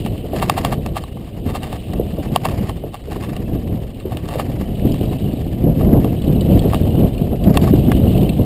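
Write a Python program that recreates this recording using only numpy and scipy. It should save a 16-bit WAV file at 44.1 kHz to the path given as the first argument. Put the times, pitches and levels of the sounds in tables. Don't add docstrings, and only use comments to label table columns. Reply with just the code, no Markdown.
import sys
import numpy as np
from scipy import signal
from scipy.fft import rfft, irfft, next_fast_len
from scipy.io import wavfile
from scipy.ndimage import uniform_filter1d, minimum_filter1d

SR = 44100
rng = np.random.default_rng(int(sys.argv[2]) if len(sys.argv) > 2 else 0)


def wav_out(sig):
    wavfile.write(sys.argv[1], SR, np.round(np.clip(np.atleast_2d(sig).T, -1, 1) * 32767).astype(np.int16))


N = 372642
TIME = np.arange(N) / SR

# (time [s], relative level [dB])
WIND = [(0, -21.5), (0.27, -27.5), (0.38, -23), (0.94, -24.5), (1.04, -27.5), (1.27, -28), (1.5, -23),
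        (1.81, -27.5), (1.95, -23), (2.76, -23.5), (2.9, -33.5), (3.08, -31), (3.45, -22.5), (3.8, -23.5),
        (4.02, -30.5), (4.14, -25), (4.72, -20.5), (4.92, -16.0), (5.32, -21), (6.0, -13), (6.17, -16),
        (6.6, -13.0), (7.02, -15), (7.12, -19), (7.38, -20), (7.6, -11.5), (7.9, -11), (8.45, -16.5)]
# (centre time [s], level above the wind [dB])
GUSTS = [(1.47, 1.5), (2.33, 4.5), (2.61, 7.5), (3.3, 5), (3.55, 6), (3.77, 1.5), (4.86, 4), (5.25, 5),
         (5.96, 4), (6.288, 7.5), (6.54, 5.5), (6.81, 3.5), (7.03, 7), (7.49, 8.5), (7.63, 2), (7.75, 5),
         (8.4, 5)]
# (frequency [Hz], relative level [dB])
BUFFET_SPECTRUM = [(8.8, -36), (15, -14.5), (48, 1), (135, 1), (227, -3.5), (330, -10.5), (430, -31),
                   (730, -120)]
# (time [s], thud level [dB], pitch [Hz], tyre shudder level [dB])
THUDS = [(0.242, -19, 388, -30.5), (0.334, -16, 640, -22), (1.461, -10, 222, -46), (1.997, -4, 413, -23.5),
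         (2.13, -13, 188, -28.5), (2.184, -14.5, 535, -24.5), (2.326, -13, 206, -31), (2.608, -8, 190, -42),
         (2.838, -15, 560, -27.5), (3.082, -21, 410, -35), (3.164, -19.5, 386, -43), (3.744, -11, 200, -45),
         (4.054, -14, 366, -27.5), (4.356, -11.5, 514, -26), (4.847, -9, 240, -28), (5.01, -10.5, 300, -25),
         (5.942, -13.5, 300, -14), (6.043, -7, 225, -17), (6.355, -12, 272, -24.5),
         (6.501, -6.5, 209, -17.5), (6.646, -9, 221, -16.5), (6.973, -7, 187, -29), (7.039, -6, 252, -19),
         (7.214, -4, 192, -22), (7.327, -12, 185, -19.5), (7.477, -2, 226, -30.5), (7.507, 1.5, 213, -20),
         (7.618, -7, 184, -23), (7.706, -2.5, 188, -34), (7.735, 2.5, 330, -35), (7.881, 1.5, 246, -16.5),
         (8.228, -4, 212, -17.5), (8.388, -7.5, 252, -20)]
# (time [s], hollow ring [dB], sharp edge [dB], chatter [dB], chatter decay [s])
KNOCKS = [(0.0617, -26, -22.5, -29, 0.005), (0.361, -34, -26, -25, .008), (0.3974, -32, -25, -32, 0.0039),
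          (0.4245, -14.5, -27, -18, 0.0086), (0.4964, -2.5, -5, -25, 0.011), (0.577, -18, -34, -18, 0.0084),
          (0.6479, -12.5, -11.5, -26.5, 0.015), (0.7248, -15, -33, -21, 0.008),
          (0.8607, -25, -24.5, -31, 0.0062), (0.9665, -20, -42, -23.5, 0.01),
          (1.037, -29.5, -29, -40, 0.0043), (1.17, -35, -48, -46, .004), (1.492, -34, -39, -31.5, 0.015),
          (1.5529, -17.5, -31, -24, 0.01), (1.6316, -36, -25, -28.5, 0.01), (1.727, -26, -27, -34.5, 0.015),
          (1.933, -38, -31, -27, 0.0036), (2.36, -3, -6.5, -24, 0.0073), (2.4525, -15, -20, -15, 0.0063),
          (2.486, -24.5, -23, -33, 0.0036), (2.694, -23.5, -23.5, -29.5, 0.0085),
          (2.9422, -28, -30, -31, 0.0092), (3.159, -27.5, -43, -34, 0.0062), (3.223, -32, -44, -35, 0.0045),
          (3.3644, -40, -25.5, -42, .005), (4.119, -41, -38, -31.5, 0.01), (4.17, -38, -23, -32, .004),
          (4.287, -27, -27, -33, .006), (4.328, -40, -42, -29.5, 0.025), (4.3958, -16, -25, -23, 0.0096),
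          (4.9425, -31, -28, -44, .008), (5.126, -33, -38, -31.5, .008), (5.8092, -25, -42, -33.5, 0.01),
          (6.044, -25, -26, -38, .005), (6.7322, -17.5, -27, -28.5, 0.014),
          (6.744, -17, -22, -29.5, 0.0056), (7.572, -6.5, -3, -26, 0.005), (7.675, -23, -34, -26.5, 0.01),
          (7.9165, -18, -18, -32, .005)]
# (frequency [Hz], relative level [dB], time to fall 60 dB [s])
CASE_MODES = [(747, 7.5, 0.012), (1140, -2, 0.02), (1823, -10, 0.012), (2230, -8.5, 0.0079),
              (2767, -5.5, 0.014), (3150, -7.5, 0.0092), (3610, -12, 0.013), (4170, -3, 0.0028)]
# (start [s], end [s], extra crunch [dB])
LOOSE_ROCK = [(0.33, 0.73, 12.5), (1.472, 1.81, 4.5), (2.218, 2.71, 9.5), (3.068, 3.424, 9.5),
              (4.228, 4.647, 7), (4.9, 5.15, 2), (5.72, 6.14, 3), (6.55, 6.773, 5), (7.46, 7.694, 10.5)]
# (frequency [Hz], relative level [dB])
RUMBLE_SPECTRUM = [(170, -15.5), (260, -3), (330, 2), (420, 0), (550, -3.5), (720, -7.5), (850, -19),
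                   (960, -23.5), (1150, -28.5), (1350, -34), (2000, -48)]
# (frequency [Hz], relative level [dB])
CRUNCH_SPECTRUM = [(700, 7), (1150, -1), (1400, -6.5), (1800, -1), (2400, -3), (3500, -14.5), (4800, -8.5),
                   (5900, -14)]
# (time [s], relative level [dB], pitch [Hz])
CLINKS = [(4, -32, 2760), (4.9206, -30, 3220), (5.01, -30, 2870), (6.219, -29, 3010), (6.4088, -23, 2990),
          (6.5926, -21.5, 3320), (6.7565, -32, 2930), (7.1793, -28, 2800), (7.439, -26.5, 3260),
          (7.614, -23, 2920), (7.9169, -17, 1650), (7.9508, -29, 2900), (8.1754, -31, 2880),
          (8.2317, -27, 2770), (8.292, -18, 2670)]
# (time [s], base level [dB])
WHIRR_LEVEL = [(0, -41.5), (.3, -47), (.45, -49), (.75, -48.5), (1.4, -51.5), (1.85, -45.5), (2.15, -47),
               (2.85, -49.5), (3.6, -50.5), (4.7, -49), (4.9, -43), (5.8, -50), (6.6, -42.5), (7.0, -44),
               (7.35, -49), (7.6, -46.5), (8.15, -39.5), (8.45, -45)]
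# (frequency [Hz], relative level [dB])
WHIRR_SPECTRUM = [(2300, -10.5), (2700, -4.5), (2980, -0.5), (3300, -7.5), (3900, -9.5), (4700, -16.5),
                  (5700, -26)]
# (time [s], pitch [Hz], level [dB])
SQUEAK = [(1.012, 5100, -90), (1.021, 4950, -47), (1.034, 4300, -47), (1.050, 3800, -44),
          (1.062, 3500, -90)]


def wind(flow, jolts, bounce, level_db=-21.0, lump_db=2.5, surge_db=2.0, deep_hz=60):
    air = coloured(rng.standard_normal(N), BUFFET_SPECTRUM) * from_db(lump_db * jolts)
    deep = signal.sosfiltfilt(signal.butter(2, deep_hz, fs=SR, output="sos"), air)
    air = air - deep + deep * from_db(-0.5 * flow)
    return from_db(level_db + flow + surge_db * bounce) * evened(air, size=2200)


def thuds(rise_cycles=1.17):
    out = np.zeros(N)
    for s, db, hz, _ in THUDS:
        start = round(s * SR)
        cycles = TIME[:min(N - start, SR // 10)] * hz
        age = cycles / rise_cycles
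        envelope = from_db(db) * age * np.exp((1 - age ** 2) / 2)
        out[start:start + len(cycles)] += envelope * np.sin(2 * np.pi * cycles)
    return out


def case_knocks(ring_db=10.5, edge_db=10.0, crack_db=-7.5, crack_s=0.00096, detune=0.023):
    out, t = np.zeros(N), TIME[:SR // 20]
    hz, mode_db, t60 = np.transpose(CASE_MODES)[:, :, None]
    low = hz < 1400
    attack = 1 - np.exp(-(t / np.where(low, .002, .0013)) ** 2)
    crack_band = signal.butter(2, [2300, 5600], "band", fs=SR, output="sos")
    hardest = max(edge for _, _, edge, _, _ in KNOCKS)
    for s, hollow, edge, _, _ in KNOCKS:
        pitch, strength, phase = rng.normal(0, 1, (3, len(hz), 1))
        waves = np.sin(2 * np.pi * (hz * (1 + detune * pitch) * t + phase * ~low))
        struck_db = np.where(low, hollow + ring_db, edge + edge_db) + mode_db + strength
        shell = (from_db(struck_db - 60 * t / t60) * waves * attack).sum(0)
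        crack = rms_one(signal.sosfilt(crack_band, rng.standard_normal(len(t))))
        crack *= t / crack_s * np.exp(1 - t / crack_s)
        crack *= from_db(edge + crack_db + 0.083 * (edge - hardest))
        start = round(s * SR)
        out[start:start + len(t)] += shell + crack
    return out


def mount_chatter(rock, lag_s=0.0037, scrape_db=-13.5, shakes_per_s=11, shake_db=-43, shake_s=0.0091):
    contacts = grains(1000, spread_db=1.0)
    modes = sum(from_db(db) * ring(contacts, hz, t60) for hz, db, t60 in CASE_MODES)
    bass_cut = signal.butter(2, 480, "high", fs=SR, output="sos")
    shell = rms_one(signal.sosfilt(bass_cut, modes))
    scrape = coloured(contacts, [(900, 10), (1900, 12), (3500, -6), (5800, -34.0)])
    bursts = [(s + lag_s, db, decay_s) for s, _, _, db, decay_s in KNOCKS]
    shake_times = np.cumsum(rng.uniform(.5, 1.5, size=200)) / shakes_per_s
    for s, scatter_db in zip(shake_times, rng.normal(0, 2.5, len(shake_times))):
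        if s < TIME[-1]:
            bursts.append((s, shake_db + 0.97 * rock[int(s * SR)] + scatter_db, shake_s))
    return swells(bursts, rise_share=0.77) * evened(shell + from_db(scrape_db) * scrape, size=330)


def tyre_rumble(flow, rock, jolts, bounce, level_db=-31, judder_db=1.5, lag_s=0.0044, decay_s=0.017):
    ground = coloured(rng.standard_normal(N), RUMBLE_SPECTRUM)
    ground *= from_db(judder_db * (0.92 * jolts + 1.16 * drift(31)))
    rolling = from_db(level_db + 0.91 * flow + 0.12 * rock + 2.5 * bounce)
    shudder = swells([(s + lag_s, db, decay_s) for s, _, _, db in THUDS], rise_share=0.39)
    return np.hypot(rolling, shudder) * evened(ground, size=1500)


def tyre_crunch(flow, rock, level_db=-49.5, stones_per_s=1100, clump_db=5.5):
    bite_db = 0.39 * flow + rock
    stones = rms_one(grains(stones_per_s * from_db(.5 * bite_db), spread_db=1.5))
    dust = 0.72 * rng.standard_normal(N)
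    crunch = coloured(stones + dust, CRUNCH_SPECTRUM) * from_db(clump_db * drift(41))
    return from_db(level_db + bite_db) * evened(crunch, size=3000)


def chain_clinks(level_db=-2.0, t60=0.031, partials_db=-6.5, attack_s=0.00054):
    out, t = np.zeros(N), TIME[:SR // 10]
    for (s, db, hz), chance in zip(CLINKS, rng.random((len(CLINKS), 5))):
        partials = np.sin(2 * np.pi * np.outer(hz * (.8 + .8 * chance), t)).sum(0)
        tone = np.sin(2 * np.pi * hz * t) + from_db(partials_db) * partials
        envelope = from_db(db + level_db - 60 * t / t60) * (1 - np.exp(-t / attack_s))
        start = round(s * SR)
        out[start:start + len(t)] += envelope * tone
    return out


def drivetrain(flow, sway_db=3.0, ping_db=-3.5, ping_t60=0.057, flutter_db=1.0):
    level_db, = in_time(WHIRR_LEVEL)
    ticks = coloured(grains(1800, spread_db=2.0), WHIRR_SPECTRUM) * from_db(sway_db * drift(25))
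    links = sum(ring(grains(18, spread_db=2.5), hz, ping_t60) for hz in np.geomspace(2650, 4800, 9))
    pings = from_db(ping_db) * coloured(links, WHIRR_SPECTRUM)
    gain = from_db(level_db + .15 * flow + flutter_db * drift(15))
    return gain * evened(ticks + pings, size=2500)


def squeak():
    hz, db = in_time(SQUEAK)
    sounding = (TIME > SQUEAK[0][0]) & (TIME < SQUEAK[-1][0])
    return from_db(db) * np.sin(2 * np.pi * np.cumsum(hz) / SR) * sounding


def airflow(mean_db=-21.5, gust_s=.03):
    wind_db, = in_time(WIND)
    return wind_db - mean_db + sum(db * np.exp(-((TIME - s) / gust_s) ** 2) for s, db in GUSTS)


def rockiness(edge_s=0.021):
    return sum(db * (np.tanh((TIME - start) / edge_s) - np.tanh((TIME - end) / edge_s)) / 2
               for start, end, db in LOOSE_ROCK)


def from_db(db):
    return 10 ** (np.asarray(db) / 20)


def rms_one(x):
    return x / np.sqrt(np.mean(x ** 2) + 1e-20)


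def in_time(rows):
    s, *columns = np.transpose(rows)
    return [np.interp(TIME, s, c) for c in columns]


def coloured(x, spectrum):
    hz, db = np.transpose(spectrum)
    size = next_fast_len(N, real=True)
    octave, points = np.log2(np.fft.rfftfreq(size, 1 / SR) + 1), np.log2(hz)
    outside = np.abs(octave - np.clip(octave, points[0], points[-1]))
    gain = from_db(np.interp(octave, points, db) - 20 * outside)
    return rms_one(irfft(rfft(x, size) * gain, size)[:N])


def drift(rate_hz):
    r = np.exp(-2 * np.pi * rate_hz / SR)
    return rms_one(signal.lfilter([1], [1, -2 * r, r * r], rng.standard_normal(N + SR))[SR:])


def evened(x, size):
    return x / np.sqrt(uniform_filter1d(uniform_filter1d(x ** 2, size), size) + 1e-12)


def grains(per_s, spread_db):
    sizes, sign = rng.exponential(1, N), np.sign(rng.random(N) - .5)
    born = rng.random(N) < per_s / SR
    return born * sign * from_db(spread_db * np.minimum(sizes, 4))


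def ring(clicks, hz, t60):
    r, w = from_db(-60 / (t60 * SR)), 2 * np.pi * hz / SR
    return signal.lfilter([0, np.sin(w)], [1, -2 * r * np.cos(w), r * r], clicks + 1e-18)


def swells(rows, rise_share):
    power = np.zeros(N)
    for s, db, decay_s in rows:
        near = slice(max(round(s * SR) - SR // 10, 0), round(s * SR) + SR // 5)
        t = (TIME[near] - s) / decay_s
        power[near] += (2 * from_db(db) * np.exp(-np.logaddexp(-t / rise_share, t))) ** 2
    return np.sqrt(power)


def limiter(x, ceiling_db=0.5, release_db_per_s=97.0):
    over = np.maximum(20 * np.log10(np.abs(x) + 1e-9) - ceiling_db, 0)
    held = np.maximum.accumulate(over + release_db_per_s * TIME) - release_db_per_s * TIME
    return x * from_db(uniform_filter1d(minimum_filter1d(-held, size=41), size=41))


def scene():
    flow, rock = airflow(), rockiness()
    jolts, bounce = drift(29.4), drift(6.1)
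    air = wind(flow, jolts, bounce)
    rolling = tyre_rumble(flow, rock, jolts, bounce) + tyre_crunch(flow, rock) + drivetrain(flow)
    impacts = thuds() + case_knocks() + mount_chatter(rock) + chain_clinks()
    return (air + rolling + impacts + squeak())[None]


def record(dry, hold_hz=12000, soften_hz=5850, cutoff_hz=15500):
    limited = np.clip(limiter(dry[0]), -.97, .97)
    slow = signal.resample_poly(limited, hold_hz, SR)
    slow = signal.lfilter(*signal.butter(1, soften_hz, fs=hold_hz), slow)
    steps = signal.resample_poly(np.repeat(slow, 4), SR, 4 * hold_hz)[:N]
    return signal.sosfilt(signal.ellip(12, .1, 100, cutoff_hz, fs=SR, output="sos"), steps)[None]


dry = scene()
out = record(dry)
wav_out(out)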